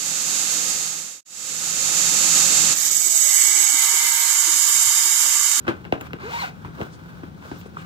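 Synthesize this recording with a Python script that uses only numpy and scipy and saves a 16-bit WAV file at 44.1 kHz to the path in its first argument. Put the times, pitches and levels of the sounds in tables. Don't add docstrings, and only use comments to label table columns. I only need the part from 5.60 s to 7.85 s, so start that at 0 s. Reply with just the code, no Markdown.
import sys
import numpy as np
from scipy import signal
from scipy.fft import rfft, irfft, next_fast_len
from scipy.io import wavfile

SR = 44100
rng = np.random.default_rng(int(sys.argv[2]) if len(sys.argv) > 2 else 0)


def master(y):
    cut = np.clip(np.atleast_2d(y).T, -1, 1)
    pcm = np.round(cut * 32767)
    wavfile.write(sys.argv[1], SR, pcm.astype(np.int16))


def convert_level_to_amplitude(level_db):
    exponent = np.asarray(level_db, float) / 20
    return 10 ** exponent


N = 99401


def rms_one(x):
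    return x / np.sqrt(np.mean(x ** 2) + 1e-20)


def at_hz(points, hz):
    table_hz, value = np.transpose(points)
    return np.interp(np.log(hz + 1), np.log(table_hz), value)


def colour(x, spectrum):
    gain = convert_level_to_amplitude(at_hz(spectrum, np.fft.rfftfreq(N, 1 / SR)))
    return rms_one(irfft(rfft(x) * gain, N))


def drift(rate_hz):
    r = np.exp(-2 * np.pi * rate_hz / SR)
    slow = signal.lfilter([1], [1, -2 * r, r * r], rng.standard_normal(N + SR))
    return rms_one(slow[SR:])


def ring(x, hz, t60):
    r = convert_level_to_amplitude(-60 / (t60 * SR))
    w = 2 * np.pi * hz / SR
    return signal.lfilter([0, np.sin(w)], [1, -2 * r * np.cos(w), r * r], x + 1e-18)


def peak(x, hz, width_hz):
    r = np.exp(-np.pi * width_hz / SR)
    poles = [1, -2 * r * np.cos(2 * np.pi * hz / SR), r * r]
    return signal.lfilter([(1 - r * r) / 2, 0, (r * r - 1) / 2], poles, x)


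def smooth_bump(t, centre, length):
    return np.exp(-0.5 * ((t - centre) / length) ** 2)


# (time [s], teeth passed per second [Hz])
SLIDER_SPEED = [
    (.6, 300),
    (.688, 500),
    (.738, 945),
    (.773, 925),
    (.785, 1140),
    (.8, 1045),
    (.822, 1020),
    (.838, 750),
    (.9, 690),
]
# (frequency [Hz], width [Hz], level [dB])
SLIDER_RINGS = [(920, 1400, -4), (1580, 89, 0), (2060, 310, 2.5), (2970, 250, -4), (4000, 130, -12),
                (4740, 530, -4)]


def tooth_clicks():
    rate = np.interp(np.arange(N) / SR, *np.transpose(SLIDER_SPEED))
    turns = np.cumsum(rate * (1 + 0.018 * drift(120))) / SR
    shaken = np.floor(turns + 0.09 * drift(630))
    passing = np.diff(shaken, prepend=0) > 0
    teeth = passing * convert_level_to_amplitude(2 * rng.standard_normal(N))
    softened = signal.sosfilt(signal.butter(4, 3850, fs=SR, output="sos"), teeth)
    clicks = np.zeros(N)
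    for k, (hz, width_hz, db) in enumerate(SLIDER_RINGS):
        clicks += (-1) ** k * convert_level_to_amplitude(db) * peak(softened, hz, width_hz)
    return rate, turns, rms_one(clicks)


SINGING_RUNS = {1: [(.646, .014, -33), (.677, .014, -35), (.712, .014, -38), (.754, .018, -26),
                (.797, .006, -34), (.828, .008, -26), (.843, .006, -28), (.885, .01, -41)],
                2: [(.662, .014, -39), (.693, .008, -39), (.768, .018, -37), (.788, .007, -35),
                (.812, .014, -35), (.843, .008, -31), (.865, .01, -39)], 3: [(.632, .012, -39),
                (.665, .006, -39), (.75, .01, -43), (.815, .012, -44), (.84, .012, -41)],
                4: [(.645, .012, -39), (.73, .012, -43), (.762, .014, -42), (.812, .016, -32)]}


def tooth_tone(turns):
    t, tone = np.arange(N) / SR, np.zeros(N)
    for partial, runs in SINGING_RUNS.items():
        level = sum(convert_level_to_amplitude(db) * np.exp(-0.5 * ((t - at) / length) ** 4) for at, length, db in runs)
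        tone += level * convert_level_to_amplitude(2 * drift(96)) * np.sin(2 * np.pi * partial * turns)
    return tone


# (frequency [Hz], level per Hz [dB])
TAPE_COLOUR = [(300, -12.5), (1000, -1), (2200, -4), (4300, -10), (7000, -12.5), (11000, -23), (15000, -19)]


def tape_rasp(rate, turns):
    gate = 1 + 0.55 * np.sin(2 * np.pi * turns)
    rasp = np.array([convert_level_to_amplitude(-2) * colour(gate * rng.standard_normal(N), TAPE_COLOUR) for _ in range(2)])
    hiss = signal.sosfilt(signal.butter(2, 1440, "high", fs=SR, output="sos"), rasp)
    brighter_db = 5.5 * np.log2(rate / rate.max())
    return rasp + hiss * (convert_level_to_amplitude(brighter_db) - 1)


# (time [s], level [dB])
PULL_EFFORT = [
    (0.598, -41.5),
    (.64, -37.5),
    (.69, -37),
    (.74, -33),
    (.775, -33.5),
    (.79, -34),
    (.82, -31),
    (.845, -31),
    (.896, -40.5),
]


def zipper():
    rate, turns, clicks = tooth_clicks()
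    tone = tooth_tone(turns)
    near, other = tape_rasp(rate, turns)
    s, db = np.transpose(PULL_EFFORT)
    times = np.r_[s[0] - 0.004, s, s[-1] + 0.03]
    level = convert_level_to_amplitude(np.interp(np.arange(N) / SR, times, np.r_[-90, db, -65], right=-140))
    return level * convert_level_to_amplitude(-2) * clicks + tone, level * near, level * other


def knock_body(click, hz):
    if hz > 900:
        body = peak(ring(click, hz, 10.4 / hz), hz, 0.67 * hz)
    else:
        body = ring(click, hz, 7.17 / hz)
    if hz < 450:
        body = body + convert_level_to_amplitude(-17) * ring(click, 123.7, 0.083)
    return body


def knock_slap(click):
    rings = ring(click, 2757, 0.0086) + ring(click, 2150, 0.0091) + 0.5 * ring(click, 3920, 0.0022)
    return convert_level_to_amplitude(8) * click + rings


# (time [s], level [dB], brightness [dB], body pitch [Hz], crease tail [dB])
BAG_KNOCKS = [(0.0498, -31, -16, 1420, -13.5), (0.067, -30.5, -20, 1200, 2),
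              (0.0796, -11.5, -2.5, 1620, -9), (0.0783, -14.5, -18, 328, -17.5),
              (.0875, -14.5, -27, 297, -20.5), (0.244, -39, 5.5, 1290, -13), (0.2511, -36.5, 9, 1210, -1),
              (0.3242, -2.5, -9, 727, -26), (0.3239, -15, -41, 306, -15), (0.405, -32, -7, 1290, -7.5),
              (0.4104, -31, 6.5, 1470, -7.5), (0.507, -25.5, -24, 1390, -21), (.533, -25.5, 6, 510, -10),
              (.5365, -26, -24, 305, -26), (.586, -32, -18, 1300, -11), (1.0473, -21, -27, 1000, -13.5),
              (1.047, -26.5, -14, 140, -31), (1.096, -42, -8, 1170, -12), (1.184, -27.5, -9, 506, -22),
              (1.189, -27.5, -19, 258, -31), (1.203, -20.5, -24, 382, -17), (1.2142, -19, -30, 231, -29),
              (1.219, -33, -20, 1450, -16), (1.2137, -18.5, -2, 800, -29), (1.2131, -19, -29, 387, -21),
              (1.634, -28, -12.5, 900, -26), (1.632, -21.5, -37, 290, -23.5), (1.825, -31, -8, 1050, -16),
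              (1.851, -31.5, -19, 610, -14.5), (1.915, -20, -24, 865, -26), (1.913, -19.5, -20, 300, -19),
              (1.96, -39, 2, 516, -17), (2.013, -44.5, 10.5, 1450, -21), (2.058, -29, -14, 462, -16),
              (2.1688, -15, -36, 1220, -34.5), (2.172, -21, -23, 1400, -32)]
# (frequency [Hz], level per Hz [dB])
CREASE_COLOUR = [(100, -13), (300, 6.5), (650, -2.5), (1500, -1), (2500, -7), (5000, -25.5), (11000, -38.5),
                 (15000, -39)]
# (frequency [Hz], level per Hz [dB])
CRACK_COLOUR = [(300, -23), (1500, 1.5), (2800, -25), (4500, -2.5), (8000, -20), (11000, -20), (15000, -12)]


def knocks():
    crack_t60_s, tail_t60_s = 0.0038, 0.15
    hits, tail, crack = np.zeros((3, N + SR))
    t = np.arange(SR // 2) / SR
    click = signal.sosfilt(signal.butter(2, 4170, fs=SR, output="sos"), 1.0 * (t == 0))
    slap = knock_slap(click)
    for s, db, bright_db, hz, tail_db in BAG_KNOCKS:
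        span = slice(int(s * SR), int(s * SR) + len(t))
        hits[span] += convert_level_to_amplitude(db) * (knock_body(click, hz) + convert_level_to_amplitude(bright_db) * slap)
        crack[span] += convert_level_to_amplitude(db + bright_db - 15 - 60 * t / crack_t60_s)
        tail[span] += convert_level_to_amplitude(db + tail_db - 60 * t / tail_t60_s) * np.minimum(t / 0.0012, 1)
    noises = []
    for _ in range(2):
        crease = colour(rng.standard_normal(N) * convert_level_to_amplitude(1.5 * drift(190)), CREASE_COLOUR)
        snap = colour(rng.standard_normal(N), CRACK_COLOUR)
        noises.append(tail[:N] * crease + crack[:N] * snap)
    return hits[:N], noises[0], noises[1]


# (time [s], level [dB])
TAB_TICKS = [
    (.4095, -42),
    (0.412, -35),
    (.424, -55),
]
# (frequency [Hz], level [dB], time to fall 60 dB [s])
TAB_RINGS = [(7300, 8.5, 0.005), (12100, 0.5, .05), (14300, -11, .015), (15500, -8, 0.014)]


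def tab():
    s, db = np.transpose(TAB_TICKS)
    luck_db = rng.normal(0, 2.5, (len(s), len(TAB_RINGS)))
    out = np.zeros(N)
    for k, (hz, ring_db, t60) in enumerate(TAB_RINGS):
        clicks = np.zeros(N)
        clicks[(s * SR).astype(int)] = convert_level_to_amplitude(db + ring_db + luck_db[:, k])
        out += ring(clicks, hz, t60)
    return out


# (time [s], level [dB])
CLOTH_HANDLING = [(0, -64), (.22, -58.5), (.3, -78), (0.464, -50), (.51, -64), (.95, -61.5), (1.05, -55.5),
                  (1.12, -62), (1.212, -47), (1.301, -60), (1.47, -57), (1.6, -56.5), (1.72, -64.5),
                  (1.8, -61.5), (1.86, -52.5), (2.0, -58.5), (2.13, -64), (2.2, -52.5)]
# (frequency [Hz], level per Hz [dB])
CLOTH_COLOUR = [(150, -33), (400, -21), (700, -2), (1500, 2.5), (1800, -4), (5000, -17), (11000, -26.5),
                (15000, -23)]


def cloth():
    handling_db = np.interp(np.arange(N) / SR, *np.transpose(CLOTH_HANDLING))
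    level = convert_level_to_amplitude(8 + handling_db + 1.53 * drift(32))
    chance = 2500 * convert_level_to_amplitude(3 * drift(20)) / SR
    born = rng.random((2, N)) < chance
    size_db = 3.2 * np.minimum(rng.exponential(1, (2, N)), 4)
    grains = born * convert_level_to_amplitude(size_db) * rng.choice([-1, 1], (2, N))
    return [level * colour(convert_level_to_amplitude(-2) * rms_one(g) + rng.standard_normal(N), CLOTH_COLOUR) for g in grains]


BRUSH_TIMES = [.251, .466, 1.204, 1.341, 1.941, 1.996, 2.016, 2.201, 2.19, 2.013, 2.2, 2.068, .42, .61]
# (length [s], level [dB], centre [Hz], width [Hz])
SLEEVE_BRUSHES = [(0.0094, -66, 2800, 1800), (0.012, -47, 2300, 900), (0.016, -36, 370, 770),
                  (0.015, -52, 4100, 6500), (0.082, -53, 1500, 6400), (0.011, -52, 14800, 1600),
                  (0.0059, -50, 2700, 2600), (0.026, -47, 2200, 1600), (0.008, -51, 3000, 900),
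                  (0.0061, -58, 7200, 900), (0.025, -59, 7400, 3000), (0.0071, -58, 7700, 8000),
                  (0.0063, -52, 1500, 540), (0.011, -46.5, 1440, 350)]


def brushes():
    t, out = np.arange(N) / SR, np.zeros((2, N))
    for side in out:
        for s, (length, db, hz, width_hz) in zip(BRUSH_TIMES, SLEEVE_BRUSHES):
            hiss = peak(peak(rng.standard_normal(N), hz, width_hz), hz, width_hz)
            side += convert_level_to_amplitude(db) * smooth_bump(t, s, length) * rms_one(hiss)
    return out


# (frequency [Hz], level per Hz [dB])
AIR_COLOUR = [(45, -3), (70, 7.5), (165, 2), (500, -13.5), (1500, -25.5), (1800, -20), (11000, -44),
              (15000, -41.5)]


def air():
    sides = []
    for _ in range(2):
        rumble = convert_level_to_amplitude(-41.5) * colour(rng.standard_normal(N), AIR_COLOUR)
        hum = convert_level_to_amplitude(-44) * rms_one(peak(rng.standard_normal(N), 166.8, 16))
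        sides.append(rumble + hum)
    return sides


def room(x):
    t60_s, wall_cut_hz = 0.31, 5700
    size = next_fast_len(N + SR)
    hz = np.fft.rfftfreq(size, 1 / SR)
    out = np.zeros((2, len(hz)), complex)
    for k, lag in enumerate(rng.uniform(0.011, 0.03, 16)):
        loss = convert_level_to_amplitude(-60 * lag / t60_s) / (1 + 1j * hz / wall_cut_hz)
        loop = loss * np.exp(-2j * np.pi * hz * lag)
        out[k % 2] += (-1) ** (k // 2) * loop / (1 - loop)
    return convert_level_to_amplitude(-20.5) * irfft(out * rfft(x, size), size)[:, :N]


# (frequency [Hz], likeness [0-1])
PORT_LIKENESS = [(60, 1), (300, 0.45), (1000, 0.66), (3000, 0.7), (6000, 0), (10000, 0.43), (13000, 0.9)]


def spread(near, other):
    alike = np.clip(at_hz(PORT_LIKENESS, np.fft.rfftfreq(N, 1 / SR)), 0, 1)
    shared = rfft(near) * np.sqrt(1 + alike)
    differing = rfft(other) * np.sqrt(1 - alike)
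    return irfft(np.array([shared + differing, shared - differing]), N) / np.sqrt(2)


def scene():
    zip_direct, zip_near, zip_other = zipper()
    knock_direct, knock_near, knock_other = knocks()
    direct = zip_direct + knock_direct + tab()
    wet = room(direct + zip_near + knock_near)
    noises = np.array([zip_near + knock_near, zip_other + knock_other])
    near, other = noises + np.array(cloth()) + np.array(brushes()) + np.array(air()) + wet
    return direct + spread(near, other)


def roll_off(x):
    return signal.sosfilt(signal.butter(12, 16620, fs=SR, output="sos"), x)


# (frequency [Hz], level [dB])
MIC_COLOUR = [(100, 0.5), (400, 1), (630, 1.5), (1000, 2), (1300, 0.5), (1560, 3.5), (1750, -4.5),
              (4000, -1)]
# (frequency [Hz], phase [radians])
PORT_TURN = [(0, -1), (260, 1), (600, -2), (1600, -2.5), (2700, -3.5), (4300, -8), (9000, -11), (15700, -6)]
# (frequency [Hz], left minus right [dB])
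PORT_BALANCE = [(60, -2.5), (300, 6), (900, -1), (1500, -2.2), (2500, 7), (5000, 0.2), (14000, 1)]


def record(dry):
    late_bass_hz, late_mid_hz, low_cut_hz, high_cut_hz = 326, 900, 28.7, 15780
    size = next_fast_len(N + SR // 4)
    hz = np.fft.rfftfreq(size, 1 / SR)
    late = ((1 - 1j * hz / late_bass_hz) / (1 + 1j * hz / late_bass_hz)) ** 7
    late = late * (1 - 1j * hz / late_mid_hz) / (1 + 1j * hz / late_mid_hz)
    low_cut = 1 / (1 - 1j * low_cut_hz / (hz + 1)) ** 7
    high_cut = 1 / np.sqrt(1 + (hz / high_cut_hz) ** 400.0)
    microphone = late * convert_level_to_amplitude(at_hz(MIC_COLOUR, hz)) * low_cut * high_cut
    half_turn = np.exp(0.5j * np.interp(hz, *np.transpose(PORT_TURN)))
    half = half_turn * convert_level_to_amplitude(at_hz(PORT_BALANCE, hz) / 2)
    ports = microphone * np.array([half, 1 / half])
    mix = irfft(rfft(dry, size) * ports, size)[:, :N]
    return roll_off(mix)


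dry = scene()
out = record(dry)
master(out)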